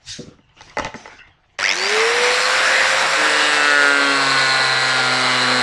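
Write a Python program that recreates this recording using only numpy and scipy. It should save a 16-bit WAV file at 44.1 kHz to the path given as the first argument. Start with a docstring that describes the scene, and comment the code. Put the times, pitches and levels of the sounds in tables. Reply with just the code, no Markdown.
"""In a small workshop a grinder is dragged off the bench with a thud: noise bands slide, bench tones ring.
A panel is then laid down and rattles to rest: short bursts of ringing tones and treble grit.
At about 1.6 s the grinder is switched on, kicks with the mains and spins up: tones and noise follow its speed.
At about 3.1 s the disc bites and slaps the panel once a turn, a stack of overtones, while the load slows it.
A low bench rumble lies underneath. Both channels carry the same sound."""
import sys
import numpy as np
from scipy import signal
from scipy.fft import rfft, irfft, next_fast_len
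from scipy.io import wavfile
from scipy.ndimage import uniform_filter1d, map_coordinates

SR = 44100
rng = np.random.default_rng(int(sys.argv[2]) if len(sys.argv) > 2 else 0)


def wrap_up_sound(samples):
    """Save the sound to the file named by the first command line argument, as 16-bit audio."""
    columns = np.atleast_2d(samples).T
    # keep every value between -1 and 1, then stretch to whole-number steps
    tamed = np.clip(columns, -1, 1)
    steps = np.round(tamed * 32767).astype(np.int16)
    wavfile.write(sys.argv[1], SR, steps)


N = 247842  # length in samples

GEAR = 32 / 9  # armature turns for one disc turn
SWITCH_ON_S, BITE_S = 1.5885, 3.12  # the switch closes; the disc meets the panel

# the armature spins up free, then sags under the cut: start_s, armature_turns_per_s
ARMATURE_SPEED = [(1.6, 72), (1.635, 170), (1.67, 250), (1.712, 295), (1.778, 360), (1.936, 427),
                  (2.04, 454), (2.176, 483.5), (2.6, 522.5), (3.05, 536.5), (3.12, 543), (3.55, 528),
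                  (3.86, 507.4), (4.09, 497), (4.4, 475.4), (4.68, 465), (5.03, 456.5), (5.45, 447.5),
                  (5.62, 446.5)]


def shaft_turns():
    """Disc speed, and the turns made so far; the armature runs GEAR times faster."""
    speed = curves(ARMATURE_SPEED)[0] / GEAR
    return speed, np.cumsum(speed) / SR


def mains_pulses():
    """Torque pulses counted from switch-on: a slightly slow start, then 100 a second, with jitter."""
    t = np.arange(N) / SR - SWITCH_ON_S
    steady = 96.5 * np.minimum(t, 0.2) + 100 * np.maximum(t - 0.2, 0)
    return steady - 0.12 + 0.08 * wobble(70)


# how loud the free armature tone is at each speed: pitch_hz, level_db
WHINE_LEVEL = [(68, -70), (230, -58), (320, -46), (380, -32), (427, -21), (490, -23), (520, -31),
               (545, -31)]
# how the housing passes the commutator's tone: pitch_hz, level_db
COMMUTATOR_LEVEL = [(800, -50), (2600, -40), (3100, -28), (3500, -28), (3850, -32), (4100, -38),
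                    (4400, -29), (4640, -24), (4800, -27), (4920, -40), (5150, -37), (5450, -33),
                    (5700, -36), (5900, -37), (6000, -46), (6600, -58)]
# the 9 pinion teeth, running free: pitch_hz, level_db
PINION_LEVEL = [(600, -44), (1100, -30), (1350, -22), (1600, -24), (1850, -17.5), (2200, -18.5),
                (2400, -27), (2700, -34), (3300, -42), (3700, -35), (4000, -44), (5000, -55)]
# the pinion's second overtone, a rough chatter: pitch_hz, level_db
CHATTER_LEVEL = [(3000, -50), (4400, -38), (4950, -25.5), (5400, -29), (5700, -39), (6200, -33),
                 (6600, -40), (7200, -50), (9000, -60)]
LOADED_DB, LOADED_FALL_DB_PER_S = -34.5, 3  # armature tone under load, fading as the cut goes on
LOAD_HUSH_DB = 30  # commutator, pinion and chatter sink by this as the disc bites
TENTH_DB, TENTH_S = -42, 4.45  # the armature's tenth order joins under load


def motor_tones(speed, turns, mains):
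    """The armature, commutator and pinion each sing at a fixed multiple of the shaft speed."""
    time = np.arange(N) / SR
    since_on = np.abs(time - SWITCH_ON_S)
    bite = after(BITE_S, 0.7)
    spin, pitch = GEAR * turns, GEAR * speed

    loaded_db = LOADED_DB - LOADED_FALL_DB_PER_S * (time - BITE_S)
    whine_db = (1 - bite) * along(WHINE_LEVEL, pitch) + bite * loaded_db
    whine = amp(whine_db + 1.6 * wobble(12)) * np.sin(2 * np.pi * spin)

    # the mains pulses shape these tones most strongly just after switch-on
    bars = amp(along(COMMUTATOR_LEVEL, 12 * pitch) + 1.8 * wobble(60))
    bars *= throb(mains, 0.55 + 1.5 * np.exp(-since_on / 0.08))
    bars *= np.sin(2 * np.pi * (12 * spin + 0.09 * wobble(150)))

    pinion = amp(along(PINION_LEVEL, 9 * pitch) + 2 * wobble(40))
    pinion *= throb(mains, 0.3 + 1.3 * np.exp(-since_on / 0.12))
    pinion *= np.sin(2 * np.pi * (9 * spin + 0.1 * wobble(150)))

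    chatter = amp(along(CHATTER_LEVEL, 18 * pitch) + 3 * wobble(60)) * throb(mains, 1.6)
    chatter *= np.sin(2 * np.pi * (18 * spin + 0.3 * wobble(500)))

    tenth = amp(TENTH_DB + 3 * wobble(5)) * after(TENTH_S, 0.3) * np.sin(20 * np.pi * spin)
    tones = whine + amp(-LOAD_HUSH_DB * bite) * (bars + pinion + chatter) + tenth
    return np.sqrt(2) * after(SWITCH_ON_S, 0.001) * tones


# air and gear noise, levels before a small trim: start_s, roar_db, hiss_db, brightness_0_to_1
RUSH_LEVEL = [(1.59, -17.5, -31, 0.97), (1.7, -19, -33, 0.98), (1.77, -21.5, -27.5, 0.72),
              (1.94, -15, -23, 0.73), (2.15, -16.5, -23, 0.41), (2.24, -14.5, -21, 0.7),
              (2.45, -17, -21, 0.57), (2.71, -14.5, -20.5, 0.6), (3.06, -15.5, -21.5, 0.25),
              (3.5, -16.5, -23.5, 0.32), (3.96, -19, -27.5, 0.46), (4.3, -17.5, -25, 0.27),
              (4.77, -19, -26.5, 0.27), (5.34, -17.5, -25.5, 0.52), (5.62, -19.5, -25.5, 0.24)]
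# tone colour of the roar when dull, then when bright: pitch_hz, level_db_per_hz
DULL_ROAR = [(35, -67), (70, -30), (150, -24.5), (437, -14), (512, -5.5), (559, -10), (690, -5),
             (883, -3.5), (1370, -3), (1950, -6.5), (2770, -19), (4000, -12.5), (5200, -78), (8800, -120)]
BRIGHT_ROAR = [(35, -61), (60, -68), (96, -40), (147, -45), (188, -16.5), (297, -18), (360, -12.5),
               (521, -4.5), (1230, -6), (2020, 1), (4000, -13), (5200, -88), (8800, -120)]
# tone colour of the hiss running free, then cutting: pitch_hz, level_db_per_hz
FREE_HISS = [(1470, 5), (2500, 3), (3310, -4.5), (4010, 0), (4730, -1.5), (5660, -1.5), (6270, -9.5),
             (7500, -5.5), (8480, -12.5), (9270, -11.5), (10100, -20), (11700, -26.5), (12900, -55),
             (16800, -71), (22000, -120)]
CUTTING_HISS = [(1470, -62), (2500, -5), (2610, -7), (3050, -9), (3350, -5.5), (3650, -2), (4130, -2),
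                (4450, -2), (6190, -14.5), (7860, -12), (10900, -25.5), (12200, -51), (12900, -44),
                (16800, -80), (22000, -120)]
# a hump in the roar slides about before the cut, and swells again near the end: start_s, pitch_hz, level_db
ROAR_HUMP = [(1.9, 1900, -51), (2.1, 2000, -30), (2.3, 2116, -29), (2.42, 1262, -24.5), (2.55, 1349, -22.5),
             (2.65, 1501, -21.5), (2.76, 1850, -19.5), (2.88, 1690, -25), (3.0, 1893, -25),
             (3.2, 1510, -51), (5.32, 1500, -54), (5.45, 1504, -26), (5.58, 1434, -37)]
# a breathy whistle in the treble: start_s, pitch_hz, level_db
TREBLE_WHISTLE = [(2.5, 7200, -60), (2.7, 7300, -44), (3.0, 7600, -42), (3.45, 7880, -44), (3.8, 7700, -50),
                  (4.1, 7900, -47), (5.62, 7780, -46)]
# a low drone while the motor gathers speed: start_s, pitch_hz, level_db
LOW_DRONE = [(1.58, 185, -57), (1.75, 193, -49.5), (1.9, 225.1, -44), (2.05, 240, -58)]


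def air_and_gear_noise(turns, mains):
    """Fan and gears make broad noise, beaten by the mains torque and, under load, by the disc."""
    roar_db, hiss_db, bright = curves(RUSH_LEVEL)
    since_on = np.abs(np.arange(N) / SR - SWITCH_ON_S)
    bite = after(BITE_S, 0.7)
    kick = 0.55 * np.exp(-since_on / 0.22)  # torque pulses are hardest while the armature is slow

    share = np.clip(bright, 0, 1)
    roar = np.sqrt(1 - share) * noise(DULL_ROAR, patchy_db=-0.5)
    roar += np.sqrt(share) * noise(BRIGHT_ROAR, patchy_db=1.0)
    roar *= amp(roar_db - 4 + 0.99 * wobble(25.21)) * throb(mains, kick) * throb(turns, 0.0057 * bite)

    hiss = np.sqrt(1 - bite) * noise(FREE_HISS, patchy_db=1.5)
    hiss += np.sqrt(bite) * noise(CUTTING_HISS, patchy_db=1.0)
    hiss *= amp(hiss_db + 0.64 * wobble(30)) * throb(mains, kick + 0.083) * throb(turns, 0.28 * bite)

    bands = narrow(ROAR_HUMP, width_hz=600, rough_db=1.0)
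    bands += narrow(TREBLE_WHISTLE, width_hz=450, rough_db=2)
    bands += narrow(LOW_DRONE, width_hz=40, rough_db=1)
    return after(SWITCH_ON_S, 0.001) * (roar + hiss + bands)


# tone colour of the gear housing: pitch_hz, level_db_per_hz
HOUSING_COLOUR = [(1200, -40), (1700, -37), (2150, 1), (2700, -8), (3600, -26), (4500, -8), (5100, -8.5),
                  (5800, -6.5), (8000, -28), (11000, -68)]
# gear slack knocking with the mains torque: start_s, level_db
GEAR_KNOCK = [(1.588, -29), (1.62, -29), (1.655, -23), (1.68, -27), (1.705, -21), (1.74, -24), (1.8, -28),
              (2.0, -30), (2.3, -68)]
# the disc guard's rattle, before its mains swells: start_s, pitch_hz, level_db
GUARD_RATTLE = [(2.15, 3900, -55), (2.27, 4100, -32), (2.5, 4250, -30), (2.6, 4100, -45), (3.3, 4000, -40),
                (4.0, 4000, -40), (4.27, 4050, -31), (4.45, 4100, -34), (4.62, 4050, -29),
                (4.75, 4050, -32), (4.92, 4000, -34), (5.1, 4000, -39), (5.62, 4000, -38)]


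def rattles(mains):
    """Gear slack and disc guard are shaken at twice the mains rate, so their noise comes in pulses."""
    since_on = np.abs(np.arange(N) / SR - SWITCH_ON_S)
    guard = amp(3.5 * wobble(70)) * throb(mains, 2.2) * narrow(GUARD_RATTLE, width_hz=450, rough_db=1.5)
    knock = amp(curves(GEAR_KNOCK)[0] + 2.2 * wobble(70)) * noise(HOUSING_COLOUR, patchy_db=3)
    knock *= throb(mains, 1.2 + 1.6 * np.exp(-since_on / 0.2))
    return after(SWITCH_ON_S, 0.001) * (guard + knock)


# the tool body ringing at switch-on, before a trim: pitch_hz, level_db, fade_60db_s
BODY_LURCH = [(578, -7, 0.11), (1130, -6, 0.022), (1700, -8, 0.016), (2460, -6, 0.017), (5000, -10, 0.016)]
HUM_DB, HUM_FADE_60DB_S = -49, 0.9  # mains hum


def switch_on():
    """A faint few milliseconds of noise just before the motor starts, then body ringing and a fading mains hum."""
    t = np.arange(N) / SR - SWITCH_ON_S
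    lead_in = amp(-39) * after(SWITCH_ON_S - 0.004, 0.001) * (t < 0)
    lead_in = lead_in * noise(HOUSING_COLOUR, patchy_db=1.5)
    hum = amp(HUM_DB - 60 * np.abs(t) / HUM_FADE_60DB_S) * np.sin(2 * np.pi * 100 * t)
    lurch = np.pad(amp(-15.5) * ring(BODY_LURCH, 0.00071), (round(SWITCH_ON_S * SR), N))
    return lead_in + after(SWITCH_ON_S, 0.001) * hum + lurch[:N]


# slap along the cut: start_s, level_db, answer (0 to 4, blends five panel colours)
SLAP_LEVEL = [(3.12, -16, 3.7), (3.2, -23.5, 0.97), (3.45, -22.5, 0.07), (3.6, -22.5, 1.3),
              (3.7, -23.5, 2.1), (3.88, -22.5, 2.3), (4.05, -26, 2.67), (4.35, -26.5, 3),
              (4.95, -27.5, 3.12), (5.25, -29, 3.8), (5.62, -27.5, 3.53)]
# the five panel colours, answers 0 to 4 to the slap: pitch_hz, level_db
PANEL_COLOUR_0 = [(380, -42), (650, -12), (1050, -13), (1330, -13), (1460, -22), (1680, -1.5), (1950, -7),
                  (2450, -19), (2670, -17), (2880, -5.5), (3080, -16), (3450, -17), (3750, -8), (4290, -30),
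                  (7260, -120)]
PANEL_COLOUR_1 = [(380, -46), (650, 3), (841, -71), (1240, -12), (1440, -8.5), (1740, -4.5), (2160, -15),
                  (2410, -28), (2620, -12.5), (2850, -14), (3100, -28), (4200, -30), (5460, -44),
                  (9240, -120)]
PANEL_COLOUR_2 = [(380, -34), (650, -21), (860, -11.5), (1010, -21), (1155, -13), (1300, -4), (1445, -1.5),
                  (1590, -4), (1735, -9), (1880, -6.5), (2020, -9.5), (2310, -17), (2460, -20), (2620, -13),
                  (2760, -20), (2890, -15), (3300, -22), (4290, -39), (7260, -120)]
PANEL_COLOUR_3 = [(380, -47), (660, -12.5), (790, -5.5), (920, -25), (1050, -8), (1185, -14.5),
                  (1310, -13.5), (1445, -2.5), (1580, -1.5), (1710, -9.5), (1845, -19), (1975, -2),
                  (2110, -8.5), (2240, -8.5), (2400, -11), (2600, -23), (2760, -11.5), (2950, -18),
                  (3300, -21), (4290, -40), (7260, -120)]
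PANEL_COLOUR_4 = [(380, -40), (650, -1), (997, -6), (1130, -10.5), (1260, 0.5), (1380, -7), (1520, -3.5),
                  (1670, -10), (1890, -13), (2080, 1), (2180, -10), (2320, -14), (2690, -27), (2920, -5),
                  (3300, -13), (4290, -44), (7260, -120)]
# the sharpest panel modes lift an overtone passing them: pitch_hz, width_hz, lift_db
PANEL_LIFTS = [(1433, 79, 7), (1736, 35, 10), (2630, 58, 9), (1093, 41, 8.5), (3216, 19, 12.5)]
# resonances that lift the high overtones: pitch_hz, width_hz, lift_db
HIGH_LIFTS = [(6950, 130, 6), (7880, 170, 7)]
# levels of the four lowest disc overtones, by pitch as the disc slows: pitch_hz, level_db
LOW_OVERTONES = [(124, -38), (128, -35.5), (136, -39), (142, -51.5), (154, -51.5), (250, -30.5), (256, -36),
                 (261, -48), (272, -30.5), (285, -29.5), (302, -38), (376, -36.5), (391, -45), (420, -34),
                 (455, -32.5), (503, -32), (520, -46.5), (572, -28), (610, -39)]
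# some disc overtones are stronger than others: lift_db, one for each order from 5 to 37
ORDER_LIFT = [-0.5, 0, -0.5, 1.5, 1.5, 1, 0.5, -2.5, 2.5, 1, 2, 1, 2.5, -0.5, 2, 3, -4, 0, 3, -1.5, -0.5,
              -4, -1, -2, 3, 3, 2, -1, 1.5, -3, -4, -7, -8]
# the slap spreads over the turn: start_s, phase_scatter_rad (before its growth with order)
SLAP_SMEAR = [(3.12, 1.2), (3.6, .5), (3.95, .5), (4.15, 1.6), (5.62, 2)]
# the gear case rings for orders near the tooth mesh: pitch_hz, level_db
GEAR_CASE = [(3700, -45), (3940, -43), (4010, -32), (4130, -31.5), (4215, -33), (4320, -42), (4600, -45),
             (4900, -43), (5500, -48)]
MESH_DB = 2.5  # lift of the mesh order itself
SIDE_GROW_DB, SIDE_FROM_S, SIDE_RISE_S = 11, 3.95, 0.33  # its neighbours grow as the load builds
RING_SINKS_HZ, SINK_FROM_S, SINK_S = 110, 4.3, 0.5  # the case ring starts higher and settles
UNBALANCE_S = 2.82  # the disc's once-a-turn shake reaches the bench


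def disc(speed, turns):
    """The disc's high spot slaps the panel once a turn; under load the 32 crown teeth sing, with neighbours."""
    slap_db, answer = curves(SLAP_LEVEL)
    smear = curves(SLAP_SMEAR)[0]
    phase = 2 * np.pi * (turns + 0.00041 * wobble(40))

    low = []
    for k in range(1, 5):
        level = amp(along(LOW_OVERTONES, k * speed) + 1.8 * wobble(9))
        low.append(np.sqrt(2) * level * np.sin(k * phase + k))
    shake, out = low[0], sum(low[1:])

    colours = (PANEL_COLOUR_0, PANEL_COLOUR_1, PANEL_COLOUR_2, PANEL_COLOUR_3, PANEL_COLOUR_4)
    weights = [np.clip(1 - np.abs(np.clip(answer, 0, 4) - i), 0, 1) for i in range(5)]
    for k in range(5, 29):
        answer_db = sum(weight * along(colour, k * speed) for weight, colour in zip(weights, colours))
        answer_db += lift(PANEL_LIFTS, k * speed) + ORDER_LIFT[k - 5]
        # each overtone lags as the slap rings on in the modes near it
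        lag = np.arctan((k * speed - 1450) / 400) + smear * rng.normal(0, k / 11)
        out += np.sqrt(2) * amp(slap_db + answer_db + 1.5 * wobble(5)) * np.cos(k * phase - lag)

    ring_shift_hz = RING_SINKS_HZ * (1 - after(SINK_FROM_S, SINK_S))
    for k in range(29, 38):
        lift_db = MESH_DB if k == 32 else SIDE_GROW_DB * (after(SIDE_FROM_S, SIDE_RISE_S) - 1)
        level_db = along(GEAR_CASE, k * speed - ring_shift_hz) + lift_db + ORDER_LIFT[k - 5]
        out += np.sqrt(2) * amp(level_db + 1.5 * wobble(8)) * np.sin(k * phase + rng.normal(0, 0.3))

    # faint high overtones carry the colour of the hiss and come and go
    for k in range(38, 66):
        level_db = slap_db - 14 + along(CUTTING_HISS, k * speed) + lift(HIGH_LIFTS, k * speed)
        out += amp(level_db + 3 * wobble(6)) * np.sin(k * phase + rng.normal(0, 2))
    return after(BITE_S, 0.1) * out + after(UNBALANCE_S, 0.082) * shake


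# the panel touching the bench, before a trim: start_s, level_db, treble_db
PANEL_TAPS = [(0.387, -41.5, -25), (0.491, -47, -12), (0.569, -46, -6), (0.608, -25, -15),
              (0.618, -37.5, 5), (0.697, -40, 2.5), (0.77, -5.5, -24), (0.785, -4, -18), (0.796, -6, -16.5),
              (0.823, -17, -22), (0.847, -8.5, -12.5), (0.858, -16, -12), (0.868, -17.5, -18),
              (0.876, -35, -7), (0.942, -18, -19), (0.949, -20.5, -28), (1.056, -20, -28),
              (1.077, -24.5, -16)]
# tones the panel rings with: pitch_hz, level_db, fade_60db_s
PANEL_TONES = [(460, -8, .04), (590, -3, 0.035), (874, -2, 0.045), (1054, -6, 0.04), (1293, -3, 0.046),
               (1500, -6, 0.038), (1823, -4, 0.03), (2020, -0.5, 0.03), (2490, -13, 0.025),
               (2830, -14, 0.025)]
# treble colour of a tap: pitch_hz, level_db_per_hz
TAP_TREBLE = [(2000, -30), (2600, -3), (3100, -9), (3700, 2), (4150, -8), (4600, 0), (5200, -6), (5800, -2),
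              (7000, -12), (8500, -24), (10000, -60)]
REBOUND_S, REBOUND_DB = 0.0052, -7.5  # the panel springs back onto the bench after each tap
CRACK_FADE_60DB_S, BUZZ_FADE_60DB_S, BUZZ_DB = 0.007, 0.03, -12


def panel_taps():
    """Each touch rings the panel's tones, with a sharp crack and a longer buzz, then rings it again."""
    out = np.zeros(N + SR)
    t, grit = np.arange(SR // 3) / SR, noise(TAP_TREBLE, patchy_db=2)
    snap = amp(-60 * t / CRACK_FADE_60DB_S) + amp(BUZZ_DB - 60 * t / BUZZ_FADE_60DB_S)
    snap *= 1 - np.exp(-t / 0.0001)
    for start, db, treble_db in PANEL_TAPS:
        at = round(start * SR)
        again = at + round(REBOUND_S * SR)
        treble = amp(treble_db + 12) * snap * grit[at:][:len(t)]
        out[at:][:len(t)] += amp(db - 11) * (ring(PANEL_TONES, 0.0004) + treble)
        out[again:][:len(t)] += amp(db - 11 + REBOUND_DB) * ring(PANEL_TONES, 0.0006)
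    return out[:N]


# blows on the bench top, before a trim: start_s, level_db
BENCH_THUDS = [(.187, -26), (0.196, -27), (.206, -32), (0.233, -34), (0.268, -35), (.281, -34), (.31, -40),
               (.389, -46), (0.77, -34), (0.791, -31), (0.821, -32), (.848, -38), (.943, -31),
               (.951, -30.5)]
# tones the bench rings with: pitch_hz, level_db, fade_60db_s
BENCH_TONES = [(99, -6, .06), (147, -1.5, 0.07), (219, -1, 0.11), (281, 4.5, 0.06), (377, -5, 0.075),
               (482, -0.5, 0.058), (590, -6.5, .03)]


def bench_thuds():
    """Each blow rings the low tones of the bench top."""
    out = np.zeros(N + SR)
    for start, db in BENCH_THUDS:
        out[round(start * SR):][:SR // 3] += amp(db - 2.0) * ring(BENCH_TONES, 0.002)
    return out[:N]


# tone colour of the dull scuff, then of the airy swish: pitch_hz, level_db_per_hz
SCUFF_COLOUR = [(120, -70), (200, -13), (300, -8), (572, -16), (690, -6), (1120, -9), (1950, -10),
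                (2760, -12.5), (3160, -13.5), (5000, -28), (6500, -53), (11000, -120)]
SWISH_COLOUR = [(880, -52), (1500, -9), (1740, -8.5), (2180, -13), (2670, -7.5), (3020, -9.5), (5840, -1.5),
                (9710, -25.5), (11000, -37), (14300, -69), (22000, -120)]
# narrow scrapes of an edge on the bench: start_s, length_s, pitch_hz, level_db
EDGE_SCRAPES = [(0.198, .15, 1250, -54), (.42, .16, 2760, -65), (0.485, .014, 2950, -55),
                (0.737, .03, 2910, -54), (0.562, 0.05, 2800, -54), (.69, .018, 2050, -48),
                (.955, .07, 4800, -54), (1.086, 0.065, 2200, -46), (1.09, 0.13, 1550, -45),
                (1.165, 0.056, 5100, -57.5), (1.183, 0.036, 2740, -46), (1.195, 0.096, 1975, -46),
                (1.287, 0.055, 3250, -64.5)]
SCUFF_FALL = 0.3  # the scuff falls slower than the swish


def slides():
    """Hands, tool and panel rub along the bench: coloured noise with narrow scrapes."""
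    scuff = strokes(order=1, slower=SCUFF_FALL) * amp(3 * wobble(40)) * noise(SCUFF_COLOUR, patchy_db=3)
    swish = strokes(order=0, slower=1) * amp(1.5 * wobble(40)) * noise(SWISH_COLOUR, patchy_db=3.5)
    scrapes = sum(scrape(*row) for row in EDGE_SCRAPES)
    return (scuff + swish + scrapes) * (1 - after(1.6, 0.34))


def scrape(start, length, hz, db):
    """One short band of noise around a pitch."""
    band = narrow([(0, hz, 0)], width_hz=350, rough_db=2.5)
    return stroke(start, rise=0.0063, length=length, fall_db=60, db=db) * band


# sliding on the bench: start_s, rise_s, length_s, fall_db_per_s (of the swish), swish_db, scuff_db, rumble_db
SLIDE_STROKES = [(0.032, 0.065, 0.31, 170, -27.5, -61, -42), (0.538, 0.054, 0.27, 2, -55, -52, -49),
                 (.765, 0.027, 0.12, 200, -46, -39, -32), (0.848, 0.0033, 0.1, 300, -56, -42.5, -30),
                 (0.935, 0.023, 0.261, 54, -46.5, -46.5, -45.5), (1.258, 0.017, 0.025, 100, -69, -57, -53)]
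# level between strokes: swish_db, scuff_db, rumble_db
QUIET_LEVEL = [-79, -62.5, -57.5]


def strokes(order, slower):
    """All strokes for one layer (0 swish, 1 scuff, 2 rumble), over its quiet level."""
    moves = sum(stroke(*row[:3], slower * row[3], row[4 + order]) for row in SLIDE_STROKES)
    return amp(QUIET_LEVEL[order]) + moves


RELEASE_S, RISE_DB = 0.03, 33.5  # a stroke climbs by RISE_DB, and sinks as far in each RELEASE_S at its end


def stroke(start, rise, length, fall_db, db):
    """Gain of one stroke: rise, slow fall, release."""
    t = np.arange(N) / SR - start - rise
    shape_db = np.where(t < 0, RISE_DB * t / rise, -fall_db * t)
    shape_db -= RISE_DB * np.maximum(t + rise - length, 0) / RELEASE_S
    return amp(np.maximum(db + shape_db, -140))


# tone colour of the bench rumble: pitch_hz, level_db_per_hz
RUMBLE_TONE = [(15, -4), (40, -4), (100, -5), (160, -7), (300, -52)]
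# a hand leans on the panel: start_s, rise_s, length_s, fall_db_per_s, rumble_db (before a trim)
HAND_LEAN = (2.2, .25, 1.0, 10, -50)
RUMBLE_FALL = 0.6  # the rumble falls slower than the swish


def rumble():
    """Low rumble of the bench under hands and tool; it swells and sinks by chance."""
    level = strokes(order=2, slower=RUMBLE_FALL) + stroke(*HAND_LEAN)
    return amp(-7 + 3.5 * wobble(12) + 2.2 * wobble(4)) * level * noise(RUMBLE_TONE, patchy_db=1.0)


def room(x):
    """A short, cluttered room tail: fading random echoes after a brief gap."""
    t = np.arange(SR // 3) / SR
    tail = amp(-60 * t / 0.36) * rng.standard_normal(len(t))
    return signal.fftconvolve(np.pad(x, (300, 0)), tail / np.linalg.norm(tail))[:N]


def ring(modes, attack):
    """One blow: every mode sounds at a new strength and phase, then fades."""
    t = np.arange(SR // 3) / SR
    tones = np.zeros(len(t))
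    for hz, db, fade_s in modes:
        level = amp(db + rng.normal(0, 2.8) - 60 * t / fade_s)
        tones += level * np.sin(2 * np.pi * (hz * t + rng.random()))
    return tones * (1 - np.exp(-t / attack))


def noise(spectrum, patchy_db):
    """Coloured noise of rms 1 with patches of random gain."""
    z = signal.stft(rng.standard_normal(N + 512), nperseg=512)[2]
    patches = uniform_filter1d(uniform_filter1d(rng.standard_normal(z.shape), 5, 0), 8, 1)
    x = signal.istft(z * amp(patchy_db * unit(patches)), nperseg=512)[1][:N]
    m = next_fast_len(N + 8192)
    colour = amp(along(spectrum, np.fft.rfftfreq(m, 1 / SR)))
    return unit(irfft(rfft(x, m) * colour, m)[:N])


def narrow(table, width_hz, rough_db):
    """Narrow noise that follows rows of start_s, pitch_hz, level_db."""
    hz, db = curves(table)
    turn = 2 * np.pi * np.cumsum(hz) / SR
    band = wobble(width_hz) * np.sin(turn) + wobble(width_hz) * np.cos(turn)
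    return amp(db + rough_db * wobble(30.1)) * unit(band)


def throb(turns, sharp):
    """A swell once a turn, of mean power near 1."""
    return np.exp(sharp * np.cos(2 * np.pi * turns)) / np.sqrt(np.i0(2 * sharp))


def wobble(rate):
    """A smooth random curve, rate knots a second."""
    knots = rng.standard_normal(int(N * rate / SR) + 4)
    return map_coordinates(knots, [np.arange(N) * rate / SR])


def after(start, rise):
    """0 before start, then a ramp up to 1."""
    return np.clip((np.arange(N) / SR - start) / rise, 0, 1)


def curves(rows):
    """One value per sample for each column after the time."""
    s, *cols = np.transpose(rows)
    return [np.interp(np.arange(N) / SR, s, c) for c in cols]


def along(points, hz):
    """Level in dB at a pitch, read between the points on a log pitch axis."""
    f, db = np.transpose(points)
    return np.interp(np.log(hz + 1), np.log(f + 1), db, -120, -120)


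def lift(peaks, hz):
    """Extra dB near resonances given as pitch_hz, width_hz, lift_db."""
    return sum(db / (1 + ((hz - centre) / width) ** 2) for centre, width, db in peaks)


def amp(db):
    """Decibels to a plain gain."""
    return 10 ** (np.asarray(db) / 20)


def unit(x):
    """Scale to rms 1."""
    return x / np.sqrt(np.mean(x ** 2) + 1e-20)


def scene():
    """Grinder, disc, handling and rumble added up; only the handling gets a room tail."""
    speed, turns = shaft_turns()
    mains = mains_pulses()
    motor = motor_tones(speed, turns, mains) + air_and_gear_noise(turns, mains)
    motor += rattles(mains) + switch_on()
    hands = slides() + panel_taps() + bench_thuds()
    mono = motor + disc(speed, turns) + hands + amp(-10.0) * room(hands) + rumble()
    return np.array([mono, mono])


TOP_HZ = 13049  # band limit


def record(dry):
    """Peaks are rounded off softly; nothing is kept above the band limit."""
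    soft = dry / (1 + np.abs(dry / 0.78) ** 4) ** (1 / 4)
    m = next_fast_len(N + 8192)
    return irfft(rfft(soft, m) * (np.fft.rfftfreq(m, 1 / SR) < TOP_HZ), m)[:, :N]


dry = scene()
out = record(dry)
wrap_up_sound(out)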